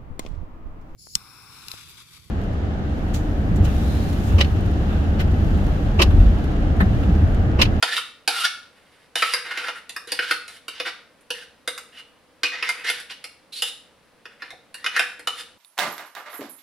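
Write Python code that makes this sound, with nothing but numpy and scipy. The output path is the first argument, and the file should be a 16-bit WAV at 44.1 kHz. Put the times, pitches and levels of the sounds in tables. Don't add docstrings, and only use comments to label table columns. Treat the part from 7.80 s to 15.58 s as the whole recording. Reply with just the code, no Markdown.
import sys
import numpy as np
from scipy import signal
from scipy.fft import rfft, irfft
from scipy.io import wavfile

SR = 44100
rng = np.random.default_rng(int(sys.argv[2]) if len(sys.argv) > 2 else 0)


def output_pcm(signal):
    pcm = np.clip(np.atleast_2d(signal).T, -1, 1) * 32767
    wavfile.write(sys.argv[1], SR, np.round(pcm).astype(np.int16))


N = 343098
TIME = np.arange(N) / SR


def from_db(db):
    return 10 ** (np.asarray(db) / 20)


def unit_rms(x):
    return x / np.sqrt(np.mean(x ** 2) + 1e-20)


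def at_hz(points, hz):
    point_hz, values = np.transpose(points)
    return np.interp(np.log(np.maximum(hz, 1)), np.log(point_hz), values)


def band(x, low_hz, high_hz):
    return signal.sosfilt(signal.butter(3, [low_hz, high_hz], "band", fs=SR, output="sos"), x + 1e-18)


def resonate(x, hz, width_hz):
    return signal.lfilter(*signal.iirpeak(hz, hz / width_hz, fs=SR), x + 1e-18)


def ping(start_s, hz, t60_s):
    r, w = from_db(-60 / (t60_s * SR)), 2 * np.pi * hz / SR
    click = signal.unit_impulse(N, round(start_s * SR))
    return signal.lfilter([0, np.sin(w)], [1, -2 * r * np.cos(w), r * r], click + 1e-18)


def drift(knots_per_s):
    knots = rng.standard_normal(20000)
    return np.interp(TIME * knots_per_s, np.arange(len(knots)), knots)


# low f/Hz, high f/Hz, knock/dB, scrape/dB
CONTACT_BANDS = [(257, 557, -16, -27), (699, 1016, -6, -18.5), (1240, 2513, -2.5, -4.5),
                 (2500, 5310, -0.5, -5.5), (6630, 12100, -8.5, -8)]
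# t/s, level/dB, relative cavity/dB, body/dB, bite/dB, sizzle/dB, spot f/Hz
KNOCKS = [(0.0244, -20, -5, -0.5, 1, -4.5, 1440), (0.165, -29.5, -14, -10, 2, -7, 3120),
          (0.177, -28, -36, -15, -21, -19, 2250), (0.4754, -21, -4, 2, 0, 0.5, 4260),
          (0.649, -23, -42, -12, -2, -4.5, 2206), (1.3541, -25, -5, -4.5, -1.5, -3, 3050),
          (1.421, -16.5, -8.5, -14, -8.5, -13, 1320), (1.535, -21.5, -6.5, -28, 0, -3.5, 1620),
          (1.773, -33.5, 2, -2, 0.5, -5, 2030), (1.882, -32.5, -1.5, 2.5, -3, -13, 1400),
          (2.0924, -41.5, -7, -8, 2.5, 6, 2760), (2.1619, -32, -8.5, -18, -5, -4, 1422),
          (2.272, -47.5, 12, -17, 1, 4.5, 2790), (2.318, -30.5, 3.5, -4.5, 5, 4.5, 2907),
          (2.389, -21, -6.5, -23, -9.5, -19, 1474), (2.5085, -20, -5, -14, -4.5, -8, 1492),
          (2.678, -44.5, -1.5, -11, -4, 4, 4060), (2.8803, -33.5, -3, -16, 0, -2, 2370),
          (2.9989, -30, 4.5, -10, -2.5, -9, 2877), (3.408, -67, 0, -4, -11, 9, 2316),
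          (3.503, -32.5, 3.5, -6, 2, 0, 2897), (3.875, -30, 3.5, -6.5, 0.5, 3, 1650),
          (3.9764, -38.5, -7, -6.5, -3.5, 4, 1407), (4.632, -20, -6, -15.5, -1.5, -10, 2497),
          (4.8245, -24, -9, -13, -7.5, -17, 2500), (4.889, -26.5, -24, -6, -4, -1, 2130),
          (5.098, -29.5, -2.5, -9, 1.5, 3, 1517), (5.199, -47, 1, -12, -7, 7.5, 1690),
          (5.4399, -37.5, -9.5, -10, -1.5, 0.5, 2800), (5.8203, -32.5, -3, -2.5, 7, 10, 3130),
          (6.4535, -42.5, 1.5, -7.5, -3, -15, 1560), (6.6198, -37, -1.5, -8, -4, -20, 1670),
          (6.7034, -43, -8, -9, -1.5, -6, 1750), (6.942, -40, -13, -9, -2, 3, 2800),
          (7.042, -28, -10.5, -30, -7, -15, 2393), (7.0606, -21.5, -17.5, -17, -5.5, -14, 2465),
          (7.1619, -20, -33, -35, -10.5, -13, 1420), (7.192, -19.5, -10, -7.5, -3.5, -8, 1538),
          (7.3925, -42.5, 3.5, -7, -8, -1.5, 1520), (7.4714, -24, -7, -6, -5, -4.5, 3040)]


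def knocks(rise_s=0.0022, chatter_s=0.0032, span_s=0.0095, grain_db=2.0, spot_db=-5.0, spot_width_hz=75):
    size = 4000
    out, t = np.zeros(N + size), TIME[:size]
    contact = np.minimum((t + 1 / SR) / rise_s, 1) * np.exp(-np.maximum(t - rise_s, 0) / chatter_s)
    span_gain = np.sqrt(span_s * SR / size)
    for start_s, level_db, cavity_db, body_db, bite_db, sizzle_db, spot_hz in KNOCKS:
        grain = from_db(grain_db * np.repeat(rng.standard_normal(size // 20), 20))
        force = contact * grain * rng.standard_normal(size)
        clank = signal.fftconvolve(force, wall_response(size))[:size]
        blow = from_db(spot_db) * unit_rms(resonate(force, spot_hz, spot_width_hz))
        colours_db = (cavity_db, body_db, 0, bite_db, sizzle_db)
        for (low_hz, high_hz, trim_db, _), colour_db in zip(CONTACT_BANDS, colours_db):
            blow += from_db(trim_db + colour_db) * unit_rms(band(clank, low_hz, high_hz))
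        at = round(start_s * SR)
        out[at:at + size] += from_db(level_db) * span_gain * blow
    return out[:N]


def wall_response(size, low_hz=1150, high_hz=5600, count=48, t60_s=0.0073, click=1.75):
    t = TIME[:size]
    mode_hz = rng.uniform(low_hz, high_hz, count)
    sines = np.sin(2 * np.pi * mode_hz[:, None] * t)
    modes = rng.standard_normal(count) @ sines * from_db(-60 * t / t60_s)
    return modes / np.sqrt(np.sum(modes ** 2)) + click * signal.unit_impulse(size)


# start t/s, end t/s, start level/dB, end level/dB, relative bite/dB, sizzle/dB,
# squeal start f/Hz, end f/Hz, relative squeal/dB
STROKES = [(0.074, 0.142, -38, -32.5, 4.5, -6, 1720, 1750, 2.5),
           (0.162, 0.18, -38.5, -33.5, 7, 3, 2380, 2940, 4),
           (0.50, 0.634, -40.5, -37.5, 7, 1, 1357, 1350, 5.5),
           (0.644, 0.658, -25.5, -37, 11, -1, 1370, 1386, 10.5),
           (0.93, 1.259, -63.5, -62.5, -4, -8, 1392, 1400, -15),
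           (1.37, 1.527, -34, -38, 3.5, -3, 2980, 2560, -2.5),
           (1.56, 1.621, -33.5, -43, -4, -18, 1600, 1600, -3),
           (1.655, 1.899, -37, -33, -6, -16.5, 1536, 1356, -5),
           (1.949, 1.984, -48, -41.5, -8, -11, 1414, 1380, -0.5),
           (2.281, 2.375, -45.5, -43, 3, -8, 2855, 2846, -6),
           (2.415, 2.539, -39, -37, 3, -8, 1455, 1625, 3), (2.691, 2.77, -47, -53, 1, -2.5, 1464, 1380, -7),
           (2.911, 2.996, -51, -47.5, 4, -22, 2630, 2700, -6),
           (3.056, 3.088, -30.5, -26, -4, -17.5, 1474, 1620, -9.5),
           (3.545, 3.638, -49.5, -53.5, 2.5, -5.5, 1835, 1558, 2),
           (4.13, 4.198, -56.5, -44.5, -1.5, -9.5, 2860, 2916, 0),
           (4.655, 4.674, -34.5, -44, 1, -9, 2455, 2540, 11.5),
           (4.725, 4.815, -33.5, -42, -3.5, -25, 1898, 2144, -1),
           (4.835, 4.902, -36.5, -33.5, -0.5, -15, 1983, 2130, 3.5),
           (4.925, 5.02, -43, -42.5, -10, -16, 2130, 2650, -4),
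           (5.047, 5.092, -34.5, -30.5, 2, -9, 1755, 2110, 1),
           (5.122, 5.212, -41.5, -45.5, 0.5, -8, 1750, 1600, -2),
           (5.305, 5.317, -38.5, -38, 2.5, -9.5, 2650, 2900, -3),
           (5.732, 5.817, -58.5, -60, 18.5, 15, 4050, 4470, 19),
           (5.833, 5.89, -45, -51.5, 9.5, 7, 3530, 3740, 4),
           (6.50, 6.531, -60, -53, -8, -22, 1473, 1416, -5),
           (6.603, 6.70, -46.5, -51, -11, -20, 1650, 1690, -16),
           (6.971, 7.032, -60, -59, 0, -10, 1870, 1870, 6),
           (7.087, 7.155, -54, -29.5, -8, -21, 1630, 1720, -6),
           (7.171, 7.34, -31, -57.5, -4, -9, 1760, 1494, 6.5),
           (7.537, 7.609, -51, -41, 3.5, -1, 2890, 3510, -4)]


def scrapes(grain_db=-0.5, judder_db=2.5, squeal_trim_db=-4.0, waver=0.06):
    pressure, bite_db, sizzle_db, squeal_hz, squeal_db = stroke_controls()
    roughness = from_db(grain_db * drift(1500) + judder_db * drift(87))
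    grip = unit_rms(roughness * (1 + catches()))
    slip_hz = squeal_hz * (1 + waver * drift(700))
    squeal = np.sin(2 * np.pi * np.cumsum(slip_hz) / SR)
    out = from_db(squeal_trim_db + squeal_db) * unit_rms(squeal * grip)
    for (low_hz, high_hz, _, trim_db), colour_db in zip(CONTACT_BANDS, (0, 0, 0, bite_db, sizzle_db)):
        rasp = band(grip * rng.standard_normal(N), low_hz, high_hz)
        out += from_db(trim_db + colour_db) * unit_rms(rasp)
    return pressure * out


def stroke_controls(attack_s=0.012, release_s=0.011, bite_rise_db=3.5, sizzle_rise_db=2.5):
    start_s, end_s, first_db, last_db, bite_db, sizzle_db, first_hz, last_hz, squeal_db = zip(*STROKES)

    def glide(first, last):
        return np.interp(TIME, np.ravel([start_s, end_s], "F"), np.ravel([first, last], "F"))

    def rise(middle_db, rise_db):
        return glide(np.subtract(middle_db, rise_db / 2), np.add(middle_db, rise_db / 2))

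    touching = sum(np.interp(TIME, [on - attack_s, on, off, off + release_s], [0, 1, 1, 0])
                   for on, off in zip(start_s, end_s))
    pressure = np.minimum(touching, 1) * from_db(glide(first_db, last_db))
    return (pressure, rise(bite_db, bite_rise_db), rise(sizzle_db, sizzle_rise_db),
            glide(first_hz, last_hz), glide(squeal_db, squeal_db))


def catches(per_s=45, height=0.74, t60_s=0.015):
    snaps = (rng.random(N) < per_s / SR) * height * rng.uniform(0.11, 1, N)
    return signal.lfilter([1], [1, -from_db(-60 / (t60_s * SR))], snaps + 1e-18)


# f/Hz, width/Hz, lift/dB
JUG_MODES = [(308.3, 7.3, 8), (461, 28.5, 7.5), (491.7, 19.3, 17), (723, 8.9, -5), (1114, 25, 4),
             (1320, 7.7, -3), (1390, 9, 3), (1470, 96, 3), (1810, 190, 2), (1858, 17, 5.5), (2160, 160, 2),
             (2650, 42, 2), (2890, 360, 4), (3660, 350, 5), (3610, 42, -2.5), (4660, 19, -2),
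             (5150, 450, -2.5), (9160, 800, 5), (10610, 760, 6.5)]


def jug(force, lowest_hz=120):
    out = signal.sosfilt(signal.butter(3, lowest_hz, "high", fs=SR, output="sos"), force + 1e-18)
    for hz, width_hz, lift_db in JUG_MODES:
        out += (from_db(lift_db) - 1) * resonate(out, hz, width_hz)
    return out


# t/s, f/Hz, level/dB
RIM_STRIKES = [(0.177, 1390, -38), (0.648, 1363, -35), (1.422, 1328, -34.5)]


def rim_rings(t60_s=0.38):
    return sum(from_db(level_db) * ping(start_s, hz, t60_s) for start_s, hz, level_db in RIM_STRIKES)


# t/s, f/Hz, level/dB
PLOPS = [(6.728, 743, -39), (6.736, 495, -43)]


def plops(t60_s=0.052):
    return sum(from_db(level_db) * ping(start_s, hz, t60_s) for start_s, hz, level_db in PLOPS)


# f/Hz, level/dB
BALANCE_DB = [(300, 1.5), (1300, 0), (2400, -1), (4400, -2.5), (8100, -9.5), (13000, -1.5)]
# f/Hz, phase/rad
LEAD_RAD = [(500, 0), (1500, 0.2), (2500, 0.28), (4600, -1.0), (6500, 0.2), (10000, 1.5), (13000, 0.5),
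            (15000, 2.5)]


def direct_sound(x):
    hz = np.arange(N // 2 + 1) * SR / N
    half = np.array([[.5], [-.5]])
    response = from_db(at_hz(BALANCE_DB, hz) * half) * np.exp(1j * at_hz(LEAD_RAD, hz) * half)
    return irfft(rfft(x) * response, N)


# f/Hz, T60/s
ROOM_T60_S = [(200, 0.35), (530, 0.44), (1400, 0.43), (3700, 0.45), (9700, 0.39), (15000, .25)]
# f/Hz, level/dB
ROOM_DB = [(300, -1), (1400, 1), (3700, 1.5), (10000, 4)]


def kitchen_reverb(x, gap_s=0.0014, early_db=8.0, early_t60_s=0.053):
    size = 32768
    t, hz = TIME[:size], np.arange(size // 2 + 1) * SR / size
    spectrum = rfft(diffuse_noise(size, ROOM_DB))
    onset = np.clip(t / gap_s - 1, 0, 1)
    early = from_db(early_db - 60 * t / early_t60_s)
    response = np.zeros((2, size))
    for band_hz, t60_s in ROOM_T60_S:
        share = at_hz([(f, f == band_hz) for f, _ in ROOM_T60_S], hz)
        decay = (from_db(-60 * t / t60_s) + early) * onset
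        response += irfft(spectrum * share, size) * decay / np.sqrt(np.sum(decay ** 2))
    return signal.fftconvolve(x[None], response, axes=1)[:, :N]


# f/Hz, left-right correlation
CORRELATION = [(60, .8), (130, 0.55), (400, 0.76), (1400, 0.78), (3000, 0.63), (5000, 0.46), (8000, -0.062),
               (14000, -0.34)]


def diffuse_noise(size, spectrum_db):
    hz = np.arange(size // 2 + 1) * SR / size
    mid, side = rfft(rng.standard_normal((2, size)))
    alike = at_hz(CORRELATION, hz)
    pair = np.sqrt((1 + alike) / 2) * mid + np.sqrt((1 - alike) / 2) * side * [[1], [-1]]
    return irfft(pair * from_db(at_hz(spectrum_db, hz)), size)


# f/Hz, relative level/dB
ROOM_TONE_DB = [(20, -10.5), (45, -17), (68, -3), (100, -7.5), (200, -3.5), (300, -1.5), (380, -9.5),
                (490, 0.5), (650, -6.5), (1800, -10.5), (4500, -18), (7000, -25.5), (10500, -21),
                (15500, -34.5)]


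def room_tone(level_db=-57.5):
    return from_db(level_db) * unit_rms(diffuse_noise(N, ROOM_TONE_DB))


def scene():
    background = room_tone()
    sources = jug(knocks() + scrapes()) + rim_rings() + plops()
    return direct_sound(sources) + kitchen_reverb(sources) + background


def record(dry, notch_hz=11750, notch_width_hz=500, cutoff_hz=15800):
    notched = signal.lfilter(*signal.iirnotch(notch_hz, notch_hz / notch_width_hz, fs=SR), dry)
    return signal.sosfilt(signal.ellip(10, .1, 80, cutoff_hz, fs=SR, output="sos"), notched)


dry = scene()
out = record(dry)
output_pcm(out)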